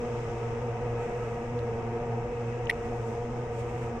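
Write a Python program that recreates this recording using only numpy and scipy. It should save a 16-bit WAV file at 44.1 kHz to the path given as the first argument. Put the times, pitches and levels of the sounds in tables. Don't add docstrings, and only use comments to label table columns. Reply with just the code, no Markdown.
import sys
import numpy as np
from scipy.fft import rfft, irfft, next_fast_len
from scipy.io import wavfile
from scipy.ndimage import map_coordinates

SR = 44100
rng = np.random.default_rng(int(sys.argv[2]) if len(sys.argv) > 2 else 0)


def put_to_file(sound):
    columns = np.atleast_2d(sound).T
    safe = np.clip(columns, -1, 1)
    whole_steps = np.round(safe * 32767)
    wavfile.write(sys.argv[1], SR, whole_steps.astype(np.int16))


N = 176400


def amp(db):
    return 10 ** (np.asarray(db) / 20)

def unit(x):
    return x / np.sqrt(np.mean(x ** 2) + 1e-20)

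def along(points, hz):
    f, v = np.transpose(points)
    return np.interp(np.log(hz + 1), np.log(f + 1), v)

def curve(rows):
    return np.interp(np.arange(N) / SR, *np.transpose(rows))

def wobble(rate_hz):
    return map_coordinates(rng.standard_normal(4000), [np.arange(N) * rate_hz / SR + 2], mode="wrap")

def filtered(x, response):
    m = next_fast_len(N + SR // 2)
    return irfft(rfft(x, m) * response(np.fft.rfftfreq(m, 1 / SR)), m)[..., :N]

def noise(spectrum):
    return unit(filtered(rng.standard_normal(N), lambda hz: amp(along(spectrum, hz))))


# time in seconds, rate in Hz.
FIRING_HZ = [(0.0, 119.4), (0.57, 117.6), (0.61, 120.8), (0.75, 116.8), (0.79, 117.2), (0.83, 121),
             (0.97, 116.7), (1.09, 120.1), (1.27, 116.3), (1.4, 119), (1.45, 116.5), (1.48, 119.2),
             (1.74, 117.3), (1.78, 114.6), (1.83, 117.3), (1.93, 117.6), (1.98, 119.3), (2.13, 116.1),
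             (2.19, 119.2), (2.33, 119.3), (2.48, 117.2), (2.54, 120.4), (2.61, 119.9), (2.68, 117.5),
             (3.15, 117.7), (3.34, 120.9), (3.38, 118.3), (3.43, 122.6), (3.49, 118.2), (3.73, 119.2),
             (3.78, 123), (3.82, 120.3), (3.92, 117.9), (4.0, 115.3)]

def fogger():
    rate_hz = curve(FIRING_HZ) + 0.51 * wobble(30) + 1.917 * wobble(118)
    phase = 2 * np.pi * np.cumsum(rate_hz) / SR
    bass, overtones = pipe_tones(phase)
    echo = amp(-10) * overtones.std() * spread(bank_echo(overtones), bank_echo(overtones))
    return bass + overtones + echo + gas_blast(phase)


# time in seconds, relative level in dB.
BASS_DB = [(0, -46), (.13, -35.5), (.25, -36), (.33, -39.5), (.48, -32.5), (.57, -41), (.63, -34),
           (.71, -33.5), (.8, -40), (.87, -33.5), (.99, -34), (1.09, -46), (1.17, -37), (1.33, -37.5),
           (1.41, -48), (1.52, -35), (1.68, -34.5), (1.77, -39.5), (1.91, -35), (2.03, -43), (2.13, -32.5),
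           (2.21, -33), (2.32, -48), (2.38, -37), (2.49, -34.5), (2.54, -40), (2.62, -34), (2.77, -47),
           (3.01, -33), (3.17, -41), (3.28, -36.5), (3.42, -36), (3.48, -40), (3.62, -35), (3.72, -38.5),
           (3.81, -34.5), (3.9, -37), (4, -47)]
OCTAVE_DB = [(0.0, -40.5), (0.03, -38.5), (0.07, -46.5), (0.14, -37.5), (0.2, -57.5), (0.26, -48),
             (0.6, -47), (0.67, -41), (0.73, -64.5), (0.86, -42.5), (1.01, -47.5), (1.09, -46), (1.15, -61),
             (1.2, -48.5), (1.3, -64.5), (1.34, -45), (1.58, -39), (1.61, -52.5), (1.74, -43),
             (2.07, -45.5), (2.15, -39.5), (2.23, -52), (2.27, -37), (2.35, -50.5), (2.39, -43.5),
             (2.54, -46.5), (2.76, -47), (2.78, -52.5), (2.9, -38.5), (3.03, -53.5), (3.1, -40.5),
             (3.21, -62), (3.26, -38.5), (3.61, -51), (3.98, -39.5), (4.0, -49.5)]
DRONE_DB = [(0.0, -35.5), (0.18, -35.5), (0.21, -45), (0.23, -37.5), (0.72, -36), (0.75, -40),
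            (0.82, -35.5), (1.07, -34), (1.08, -39), (1.17, -33), (1.19, -51.5), (1.21, -36), (1.24, -40.5),
            (1.3, -34), (1.54, -40.5), (1.57, -31.5), (1.65, -41), (1.69, -32), (1.76, -37), (2.67, -37),
            (2.71, -42), (2.75, -36.5), (2.8, -40.5), (2.82, -35.5), (3.03, -39), (3.05, -35),
            (3.12, -34.5), (3.14, -36), (3.31, -41), (3.52, -36.5), (3.56, -46.5), (3.59, -38.5),
            (3.98, -40.5), (4.0, -46)]
BUZZ_DB = [(0, -47.5), (.95, -46), (1.3, -47.5), (1.55, -49.5), (1.8, -46.5), (2.2, -47), (2.35, -50),
           (2.65, -49.5), (2.95, -46.5), (3.3, -49), (3.8, -49.5), (3.87, -47), (4, -49.5)]
# harmonic, offset from BUZZ_DB in dB, flutter in dB, phase blur in radians.
BUZZ_HARMONICS = [(3, -7, 2.5, 0.56), (5, -11.5, 7, 0.19), (6, -4.5, -2, 0.11), (7, -14, 2, .25),
                  (8, -7.5, 0.5, 0.26), (10, -16, 3, 0.23), (11, -18, 6, 0.26)]

def pipe_tones(phase):
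    def tone(k, blur_rad):
        return unit(np.sin(k * phase + blur_rad * wobble(45) + rng.uniform(0, 2 * np.pi)))
    flutter = lambda rows, trim_db: amp(curve(rows) + trim_db + .9 * wobble(55))
    bass = flutter(BASS_DB, -1.05) * unit(np.sin(phase + .3 * wobble(9)))
    octave = flutter(OCTAVE_DB, -4.42) * tone(2, blur_rad=.35)
    drone = flutter(DRONE_DB, -.62) * tone(4, blur_rad=.18)
    buzz = sum(amp(curve(BUZZ_DB) + db + flutter_db * wobble(18)) * tone(k, blur_rad)
               for k, db, flutter_db, blur_rad in BUZZ_HARMONICS)
    return bass, octave + drone + buzz


# centre in Hz, width in Hz, relative level in dB.
THROAT_MODES = [(224.3, 5.1, 1.5), (344.1, 12.4, 1), (457.8, 27.6, 3), (580.6, 17.4, -3), (682, 22, -6.5),
                (737, 15.8, 1), (808.4, 20, -5.5), (905.5, 19, -2), (940.7, 27, -5), (1240, 58, -9),
                (1302, 52, -10.5), (1500, 38, -10)]
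RASP_MODES = [(1657, 33, -3.5), (1932, 25, -2), (2175, 66, -7.5), (2315, 27, -5.5), (2564, 55, -3),
              (2830, 30, -7)]
# time in seconds, level in dB.
RASP_DB = [(0, -53.5), (.85, -55), (1.1, -53), (2, -57), (2.6, -53), (3.3, -60), (3.6, -58.5), (4, -56)]
# frequency in Hz, relative density in dB.
ROAR_SPECTRUM = [(200, -19), (400, 4), (1000, 1.5), (1450, -6.5), (2000, -4.5), (2600, -10), (3200, -22.5),
                 (4200, -33), (6000, -56.5)]

def gas_blast(phase):
    puffs = 1 + 0.34 * np.cos(phase)
    def resonate(modes, cutoff_hz, order):
        def response(hz):
            rings = sum((-1) ** k * amp(db) * 1j * hz * width / (centre ** 2 - hz ** 2 + 1j * hz * width)
                        for k, (centre, width, db) in enumerate(modes))
            return rings / (1 + (hz / cutoff_hz) ** order)
        return spread(*filtered(puffs * rng.standard_normal((2, N)), response))
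    throat = amp(-40) * resonate(THROAT_MODES, cutoff_hz=1600, order=4)
    rasp = amp(curve(RASP_DB)) * resonate(RASP_MODES, cutoff_hz=3200, order=8)
    roar = amp(-46.5) * unit(puffs * amp(0.54 * wobble(16)) * wide_noise(ROAR_SPECTRUM))
    buzz_db = curve(BUZZ_DB)
    swell = amp(0.46 * (buzz_db - buzz_db.mean()))
    return rasp + swell * (throat + roar)


def bank_echo(x, t60_s=0.57):
    t = np.arange(SR // 2) / SR
    tail = rng.standard_normal(len(t)) * amp(-60 * t / t60_s)
    return unit(irfft(rfft(x) * rfft(tail, N), N))


# start in seconds, level in dB, rise in seconds, share of the
# full ring time, pitch ratio, relative crack level in dB.
SLIPS = [(2.6952, -7.5, 0.00062, 0.62, 1, -23), (2.6973, -3, 0.00083, 0.94, 1, -23.5),
         (2.7021, -10.5, 0.00054, 0.35, 1.165, -17), (2.7099, -10, 0.00045, 0.43, 1.12, -26)]
# frequency in Hz, relative level in dB, full T60 in seconds.
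KNOCK_MODES = [(1974, 0, 0.013), (2340, -13, 0.014), (3770, -40, 0.027)]
# frequency in Hz, relative density in dB.
CRACK_SPECTRUM = [(800, -23), (2000, 8.5), (3400, 4.5), (4600, -5.5), (5700, -3), (7000, -34),
                  (8200, -16.5), (9200, 0), (10500, -13), (12000, -6), (14000, -22), (15500, -33.5)]

def knock(crack_t60_s=0.025, low_cut_hz=1490):
    out, t = np.zeros((2, N + SR)), np.arange(SR // 10) / SR
    grit = np.pad([noise(CRACK_SPECTRUM), noise(CRACK_SPECTRUM)], ((0, 0), (0, SR)))
    for start_s, db, rise_s, share, pitch, crack_db in SLIPS:
        at = slice(round(start_s * SR), round(start_s * SR) + len(t))
        ring = sum(amp(mode_db - 60 * t / (share * t60_s)) * np.sin(2 * np.pi * pitch * hz * t)
                   for hz, mode_db, t60_s in KNOCK_MODES)
        crack = amp(crack_db - 60 * t / (share * crack_t60_s)) * grit[:, at]
        out[:, at] += amp(db) * (1 - np.exp(-t / rise_s)) ** 2 * (ring + crack)
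    pan = amp([[-1], [1]])
    return pan * filtered(out[:, :N], lambda hz: 1 - 1 / (1 + (hz / low_cut_hz) ** 12))


# peak time in seconds, half-width in seconds, body in dB, fizz in dB.
RUSTLES = [(1.03, 0.046, -52, -67), (1.25, 0.22, -62, -64), (2.9, .22, -64.5, -64.5),
           (3.106, 0.059, -62, -64), (3.596, 0.071, -51.5, -59), (3.692, 0.036, -55.5, -65),
           (3.815, 0.094, -53, -61.5)]
# frequency in Hz, relative density in dB.
BODY_SPECTRUM = [(800, -11), (2400, 13), (4400, -13), (7000, -37.5)]
FIZZ_SPECTRUM = [(2500, -24), (6500, -0.5), (8000, -2.5), (9700, -20), (11300, -14.5), (15000, -26)]

def rustles():
    t = np.arange(N) / SR
    body, fizz = (np.array([amp(-5.5) * noise(spectrum), noise(spectrum)])
                  for spectrum in (BODY_SPECTRUM, FIZZ_SPECTRUM))
    swells = sum(np.exp(-((t - peak_s) / half_s) ** 2) * (amp(body_db) * body + amp(fizz_db) * fizz)
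                 for peak_s, half_s, body_db, fizz_db in RUSTLES)
    return swells * amp(1.2 * wobble(60))


# start in seconds, level in dB, centre in Hz, width in octaves.
TICKS = [(1.590, -33, 3500, .3), (1.591, -49, 8500, .35), (2.523, -42, 3300, .6), (2.6562, -38, 6650, .18),
         (2.6707, -23, 2750, .17)]

def ticks(rise_s=0.0016, t60_s=0.008):
    out, t = np.zeros((2, N)), np.arange(N) / SR
    for start_s, db, centre_hz, octaves in TICKS:
        bell = lambda hz: np.exp(-.5 * (np.log2((hz + 1) / centre_hz) / octaves) ** 2)
        band = unit(filtered(rng.standard_normal((2, N)), bell))
        age_s = np.maximum(t - start_s, 0)
        out += band * (1 - np.exp(-age_s / rise_s)) * amp(db - 60 * age_s / t60_s)
    return out


# frequency in Hz, relative density in dB.
RUMBLE_SPECTRUM = [(10, -8), (25, 1.5), (45, -0.5), (80, -1), (140, -1), (200, -11.5), (300, -13.5),
                   (600, -28.5), (1500, -72)]
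HISS_SPECTRUM = [(1500, -18), (3000, 7.5), (4400, -7.5), (5300, 1.5), (6400, 1), (7900, -0.5), (8800, -9.5),
                 (9700, -19), (11300, -15), (13200, -26), (15000, -42)]
# time in seconds, level in dB.
HISS_DB = [(0, -59.5), (.3, -59.5), (.8, -62), (1.3, -62), (1.9, -63), (2.5, -63), (3.4, -62), (3.7, -63.5),
           (4, -62.5)]

def outdoors():
    rumble = amp(-42.5 + 0.33 * wobble(10)) * wide_noise(RUMBLE_SPECTRUM)
    hiss = amp(curve(HISS_DB) + 0.43 * wobble(5.7)) * wide_noise(HISS_SPECTRUM)
    return rumble + hiss


# frequency in Hz, coherence.
COHERENCE = [(25, 0.76), (80, 0.99), (300, 0.95), (650, 0.83), (1000, 0.77), (1400, 0.24), (2000, 0.094),
             (4000, 0.023)]

def spread(a, b):
    turn = lambda hz: np.arccos(np.clip(along(COHERENCE, hz), -1, .999)) / 2
    mid, side = filtered(np.array([a, b]), lambda hz: np.array([np.cos(turn(hz)), np.sin(turn(hz))]))
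    return unit(np.array([mid + side, mid - side]))

def wide_noise(spectrum):
    return spread(noise(spectrum), noise(spectrum))


def scene():
    return fogger() + outdoors() + rustles() + knock() + ticks()


# frequency in Hz, left minus right in dB.
MIC_TILT_DB = [(600, 0), (1300, 1), (2000, 1.3), (2600, 2), (3300, 6.5), (4400, 11), (6200, 11.5),
               (7400, 2.5), (8000, -2), (8700, -8), (9700, -5), (11500, 0), (14000, -2.5)]

def record(dry):
    lag_s, top_hz = .00006, 15700
    sides = np.array([[.5], [-.5]])
    tilt = lambda hz: amp(sides * along(MIC_TILT_DB, hz))
    delay = lambda hz: np.exp(-2j * np.pi * sides * lag_s * hz / (1 + (hz / 1500) ** 2))
    return filtered(dry, lambda hz: tilt(hz) * delay(hz) * (hz < top_hz))


dry = scene()
out = record(dry)
put_to_file(out)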